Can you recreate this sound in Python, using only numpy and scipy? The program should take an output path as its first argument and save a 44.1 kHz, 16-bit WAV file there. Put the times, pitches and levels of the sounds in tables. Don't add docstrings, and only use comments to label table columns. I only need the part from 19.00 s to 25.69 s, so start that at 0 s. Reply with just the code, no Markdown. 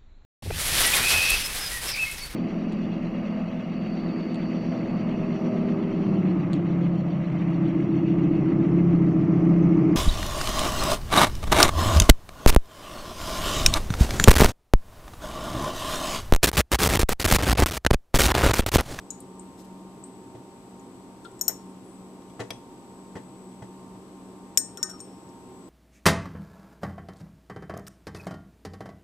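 import sys
import numpy as np
from scipy import signal
from scipy.fft import rfft, irfft
from scipy.io import wavfile

SR = 44100
rng = np.random.default_rng(int(sys.argv[2]) if len(sys.argv) > 2 else 0)


def store_wav(level_fs):
    pcm = np.round(np.clip(np.atleast_2d(level_fs), -1, 1) * 32767)
    wavfile.write(sys.argv[1], SR, pcm.T.astype(np.int16))


N = 295029
TIME = np.arange(N) / SR
RING_TIME = np.arange(SR // 2) / SR
HARD_RISE_S, SOFT_RISE_S = .00017, .0007


def undb(db):
    return 10 ** (np.asarray(db) / 20)


def unit(x):
    return x / np.sqrt(np.mean(x ** 2))


def fade(t60):
    return np.exp(-np.log(1000) * RING_TIME / t60)


def attack(rise_s):
    return 1 - np.exp(-RING_TIME / rise_s)


def progress(start, length):
    return np.clip((TIME - start) / length, 0, 1)


def colour(x, spectrum):
    hz, db = np.transpose(spectrum)
    bins = np.fft.rfftfreq(len(x), 1 / SR)
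    gain = undb(np.interp(np.log(bins + 1), np.log(hz), db))
    return irfft(rfft(x) * gain, len(x))


def drift(rate_hz):
    bins = np.fft.rfftfreq(N, 1 / SR)
    return unit(irfft(rfft(rng.standard_normal(N)) * np.exp(-(bins / rate_hz) ** 2), N))


def burst(spectrum, t60):
    return unit(colour(rng.standard_normal(len(RING_TIME)), spectrum)) * fade(t60)


def ring(modes, gains=1, sharp=0, rise_s=HARD_RISE_S, settle_s=.017):
    hz, db, t60 = np.transpose(modes)[:, :, None]
    clock = RING_TIME + np.reshape(sharp, (-1, 1)) * settle_s * attack(settle_s)
    phase = 2 * np.pi * hz * clock + .5 * rng.standard_normal(hz.shape)
    waves = np.sin(phase) * undb(db) * fade(t60)
    return np.sum(waves.T * gains, axis=1) * attack(rise_s)


def pan(x, left_db):
    gains = undb(np.array([[left_db], [-left_db]]) / 2)
    return x * gains / gains.mean()


def add(out, start, sound):
    i = int(start * SR)
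    out[..., i:i + sound.shape[-1]] += sound[..., :N - i]


def room(x, wet_db):
    wet = []
    for _ in range(2):
        late = burst([(100, -12), (7000, .5), (10000, 2), (14000, -22)], t60=.27)
        early = burst([(100, 1.3), (5000, 29), (14000, 8.7)], t60=.036)
        tail = (late + undb(15) * early) * (1 - np.exp(-(RING_TIME / .0015) ** 2))
        wet.append(signal.fftconvolve(x.mean(axis=0), tail / np.linalg.norm(tail))[:N])
    return x + pan(np.array(wet), left_db=5.5) * undb(wet_db)


def ventilation():
    # frequency in Hz, relative noise density in dB.
    air_spectrum = [(15, -51), (25, -21), (122, -11), (155, -14), (187, -4), (213, -7.5), (372, -4.5),
                    (525, -14), (781, -16), (868, -20), (940, -16), (1600, -31.5), (6500, -39), (8030, -39),
                    (14000, -45.5)]
    # frequency in Hz, side minus mid in dB.
    width_spectrum = [(30, -8.5), (80, -5), (160, -12.5), (350, -16.5), (700, -11), (1400, -2.5),
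                      (3000, 0.5), (12000, 0.5)]
    # frequency in Hz, left minus right in dB.
    left_spectrum = [(30, 8.5), (120, 1), (700, -0.5), (1400, 4.5), (3000, 4.5), (12000, 2)]
    # centre in Hz, width in Hz, level in dB.
    duct_bands = [(130.1, 21, -62), (265, 57, -53), (376, 18.4, -59), (7950, 1500, -71.5)]
    mid, side = (colour(rng.standard_normal(N), air_spectrum) for _ in range(2))
    side = colour(side, width_spectrum)
    channels = []
    for sign in (1, -1):
        tilt = [(hz, sign * db / 2) for hz, db in left_spectrum]
        channels.append(colour(mid + sign * side, tilt))
    air = np.array(channels) * undb(-48.5) / np.std(mid)
    bins = np.fft.rfftfreq(N, 1 / SR)
    for hz, width, db in duct_bands:
        resonance = 1 / (1 + ((bins - hz) / width) ** 2) ** 2
        air += undb(db) * unit(irfft(rfft(rng.standard_normal(N)) * resonance, N))
    return air * undb(.12 * drift(.876))


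def motor_hum():
    tone_hz = [187.9, 798, 918.5, 964, 1059.5, 1179]
    # level in dB, waver as a share, left minus right in dB.
    tone_levels = [(-51, 0.36, 1.5), (-63.5, 0.088, -1.5), (-59, 0.22, -4.5), (-72, 0.28, -4),
                   (-65, 0.25, -2), (-71.5, 0.33, -20.5)]
    out = np.zeros((2, N))
    clock = np.cumsum(1 + .0015 * drift(3.2)) / SR
    for hz, (db, waver, left_db) in zip(tone_hz, tone_levels):
        sway = 1 + waver * (drift(3.5) + 1j * drift(9.9))
        tone = unit(np.real(sway * np.exp(2j * np.pi * hz * clock)))
        out += pan(tone * undb(db), left_db)
    return out


def electronic_whine():
    # frequency in Hz, rms level in dB.
    tones = [(7827, -89), (7886, -76), (7945, -69.5), (8004, -94), (8062, -74)]
    whine = sum(np.sqrt(2) * undb(db) * np.sin(2 * np.pi * hz * TIME) for hz, db in tones)
    return pan(whine * undb(2 * drift(2.9)), left_db=54.5)


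def whistles():
    # start in seconds, length in seconds, first and last pitch in Hz, level in dB.
    glides = [(2.65, 0.084, 8200, 9400, -70), (2.8, 0.19, 10400, 8670, -67.5)]
    out = np.zeros(N)
    for start, length, first_hz, last_hz, db in glides:
        turn = np.pi * progress(start, length)
        pitch = first_hz + (last_hz - first_hz) * np.sin(turn / 2) ** 2
        pitch *= 1 + .012 * drift(14) + .0031 * drift(144)
        envelope = np.sin(turn) * undb(db + 3 * drift(80))
        out += np.sin(2 * np.pi * np.cumsum(pitch) / SR) * envelope
    return pan(out, left_db=9)


def hand_brushes():
    # start in seconds, length in seconds, level in dB.
    strokes = [(0.572, 0.061, -58.5), (0.64, 0.019, -59)]
    out = np.zeros(N)
    rub = unit(colour(rng.standard_normal(N), [(500, 1), (2000, 1), (7000, 5), (14000, 2)]))
    rub *= undb(2 * drift(90))
    for start, length, db in strokes:
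        out += rub * np.sin(np.pi * progress(start, length)) * undb(db)
    return pan(out, left_db=9)


def bench_bumps():
    # start in seconds, thud level in dB, boom level in dB.
    blows = [(1.348, -42.5, -41), (2.319, -70, -51), (2.491, -34, -50), (3.3936, -30, -44),
             (3.400, -27.5, -35), (3.41, -37.5, -42.5), (3.507, -36.5, -38), (4.153, -34.5, -36),
             (4.164, -35.5, -35), (4.62, -38.5, -37), (4.948, -49, -46.5)]
    # frequency in Hz, relative level in dB.
    thud_spectrum = [(40, -34), (80, -19), (130, -4), (250, 0), (480, 5), (850, -2), (1200, -7), (1950, -8),
                     (2400, -17), (4000, -24), (8000, -26), (14000, -44)]
    # frequency in Hz, level against the thud in dB, t60 in seconds.
    bench_modes = [(280.6, -11, 0.21), (395, -6.5, 0.12), (480, -6, 0.099), (640, -12.5, 0.046),
                   (887, -10, 0.11), (2030, -15, 0.032)]
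    out = np.zeros(N)
    hardest_db = max(row[1] for row in blows)
    for start, thud_db, boom_db in blows:
        dulled = [(hz, db + .3 * (thud_db - hardest_db) * (hz > 1000)) for hz, db in thud_spectrum]
        thud = burst(dulled, t60=.09) * undb(thud_db)
        boom = ring([(117, 0, .2), (138, -8, .15)]) * undb(boom_db)
        body = ring(bench_modes) * undb(thud_db)
        add(out, start, (thud + body + boom) * attack(.002))
    return pan(out, left_db=1)


def beam_taps():
    # start in seconds, level in dB.
    taps = [(3.22, -59), (3.299, -56), (3.401, -45), (3.5054, -29.5), (4.5171, -59)]
    # frequency in Hz, relative level in dB, t60 in seconds.
    beam_modes = [(2330, -9.5, 0.041), (3338, -6, 0.064), (3420, -11, 0.019), (4540, -17, 0.027),
                  (4850, -20, 0.018), (4980, -9, 0.012), (5850, -5.5, 0.027), (8100, -11.5, 0.069)]
    tick_spectrum = [(100, -7), (700, 5), (1500, 2.5), (5500, -2.5), (7000, -18), (8300, -4),
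                     (14000, -14)]
    out = np.zeros(N)
    for start, db in taps:
        tick = burst(tick_spectrum, t60=.015) * undb(.5)
        add(out, start, (ring(beam_modes) + tick) * undb(db))
    return pan(out, left_db=7)


def tick_and_drops():
    # start in seconds, pitch in Hz, level in dB,
    # t60 in seconds.
    pings = [(2.249, 1370, -43, 0.085), (2.2495, 3550, -44, 0.014), (5.775, 1410, -48, 0.06),
             (5.785, 1150, -49, 0.08), (5.838, 1240, -48, 0.2), (5.891, 1425, -47, 0.08),
             (5.935, 1240, -51, 0.25)]
    out = np.zeros(N)
    for start, hz, db, t60 in pings:
        pitch = hz * (1 + .0078 * drift(60)[:len(RING_TIME)])
        tone = np.sin(2 * np.pi * np.cumsum(pitch) / SR) * fade(t60)
        noise = burst([(hz / 2, -30), (hz, 0), (2 * hz, -36)], t60=.04) * undb(-8.5)
        add(out, start, (tone + noise) * attack(.00038) * undb(db))
    return pan(out, left_db=2)


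def dropper_clinks():
    # start in seconds, levels of contact, flask ring and
    # singing tone in dB, centre of the ring in Hz, kind of touch.
    clinks = [(0.1046, -29.5, -32.5, -57, 6990, "tip"), (0.203, -45, -39, -77, 10500, "flick"),
              (0.3946, -37, -52, -78, 8000, "tick"), (1.038, -36.5, -53, -75, 8470, "tick"),
              (1.796, -68, -60, -82, 6900, "tick"), (2.244, -51, -60, -75, 7300, "graze"),
              (2.3145, -54, -72, -80, 7300, "graze"), (2.392, -45, -63, -73, 6550, "graze"),
              (2.4115, -31, -24, -45, 6420, "rim"), (2.4803, -19, -21.5, -44, 6250, "rim"),
              (2.4916, -34, -37, -42, 6840, "rim"), (5.5740, -16, -20.5, -35, 6300, "knock"),
              (5.7727, -35.5, -46.5, -43.5, 6500, "graze"), (5.829, -26, -23.5, -34.5, 6120, "wall"),
              (5.8962, -39.5, -45.5, -52, 5900, "graze"), (5.904, -43, -59, -50, 5700, "graze"),
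              (5.912, -47, -57, -41, 5700, "graze"), (5.9935, -60, -57, -72, 7000, "graze"),
              (6.0026, -40, -44.5, -49.5, 8240, "knock"), (6.125, -70, -72, -71, 5600, "wall"),
              (6.29, -62, -68, -69, 6600, "wall")]
    touches = {"tip": (80, 7, -22, -28, -10.5, -28), "flick": (64, 4, -35, -32, 0, -9),
               "tick": (62, 35, -25, -30, -34, -38), "graze": (26, -10, 10, -5, -10, 4),
               "rim": (47, -13, -16, -2.5, -15, -8.5), "knock": (15.5, -7.5, -6, -10.5, -17, 2.5),
               "wall": (33, -9, 2, -21, -27, 1.5)}
    # frequency in Hz, relative dB, t60 in seconds.
    flask_modes = [(1530, -20, .16), (1822, -23.5, .36), (3860, -19, .06), (5386, -23, .85),
                   (5498, -11, .22), (5522, 0, .2), (5572, 13, .032), (5700, -6, .07), (6380, -18, .11),
                   (6590, 1, .028), (6616, -17, .2), (6815, 11, .028), (6895, 5, .033), (6940, -8, .14),
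                   (8547, 3, .14), (8552, -4, .38), (11890, 2.5, .06), (13140, 11, .05), (13170, -5, .13),
                   (13650, 0, .058)]
    tube_modes = [(3941, -9, .12), (6988, -11, .15), (7500, 0, .025), (9300, -3, .025), (10850, 7, .024),
                  (13950, -5, .03)]
    # frequency in Hz, relative
    # level in dB.
    crack_spectrum = [(1000, -40), (4300, -38), (6000, -25), (6900, -9), (7600, 0), (8300, -1), (8900, -18),
                      (10300, -25), (12000, -31), (14000, -34)]
    snap_spectrum = [(40, 5), (500, 0), (1500, -4.5), (2400, -3), (3400, 7), (4200, -3.5), (5200, -44),
                     (9300, 7.5), (10400, -12), (11600, 5), (14000, -24.5)]
    glass, snaps = np.zeros((2, N)), np.zeros(N)
    flask_hz, tube_hz = np.array(flask_modes)[:, 0], np.array(tube_modes)[:, 0]
    low = flask_hz < 4500
    top = flask_hz > 9000
    singing = (flask_hz > 5300) & (flask_hz < 5550)
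    sharp = .0072 * singing
    tube_fall = 7.7
    hardest_db = max(row[1] for row in clinks)
    for start, contact_db, ring_db, sing_db, centre_hz, touch in clinks:
        ring_fall, crack_fall, low_db, top_db, dropper_db, snap_db = touches[touch]
        soft_db = .52 * (contact_db - hardest_db)
        rise_s = np.interp(hardest_db - contact_db, [0, 20], [HARD_RISE_S, SOFT_RISE_S])

        spot_db = -ring_fall * np.abs(np.log2(flask_hz / centre_hz))
        mode_db = np.select([low, singing, top], [low_db, sing_db - ring_db, top_db + soft_db], spot_db)
        gains = undb(ring_db + mode_db)
        add(glass, start, pan(ring(flask_modes, gains * ~top, sharp, rise_s), left_db=5.5))
        add(glass, start, pan(ring(flask_modes, gains * top, rise_s=rise_s), left_db=12.5))

        tube_db = contact_db + dropper_db - tube_fall * np.abs(np.log2(tube_hz / centre_hz))
        add(glass, start, pan(ring(tube_modes, undb(tube_db), rise_s=rise_s), left_db=6))

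        focused = [(hz, db - crack_fall * abs(np.log2(hz / centre_hz))) for hz, db in crack_spectrum]
        crack = burst(focused, t60=.024) * attack(rise_s) * undb(contact_db)
        add(glass, start, pan(crack, left_db=11))

        snap = burst(snap_spectrum, t60=.0097)
        pop = undb(-12) * np.exp(-RING_TIME / .0012)
        add(snaps, start, (snap + pop) * undb(contact_db + snap_db + soft_db))
    return room(glass, wet_db=-10) + pan(snaps, left_db=19)


def scene():
    small_sounds = room(beam_taps() + whistles() + hand_brushes(), wet_db=-4)
    pings = room(tick_and_drops(), wet_db=3.5)
    glass = dropper_clinks()
    bumps = room(bench_bumps(), wet_db=-1.5)
    background = ventilation() + motor_hum() + electronic_whine()
    return background + small_sounds + bumps + pings + glass


def record(dry):
    top_hz = 14100
    lowpass = signal.ellip(8, .2, 70, top_hz, fs=SR, output="sos")
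    return signal.sosfilt(lowpass, np.clip(dry, -.85, .85))


dry = scene()
out = record(dry)
store_wav(out)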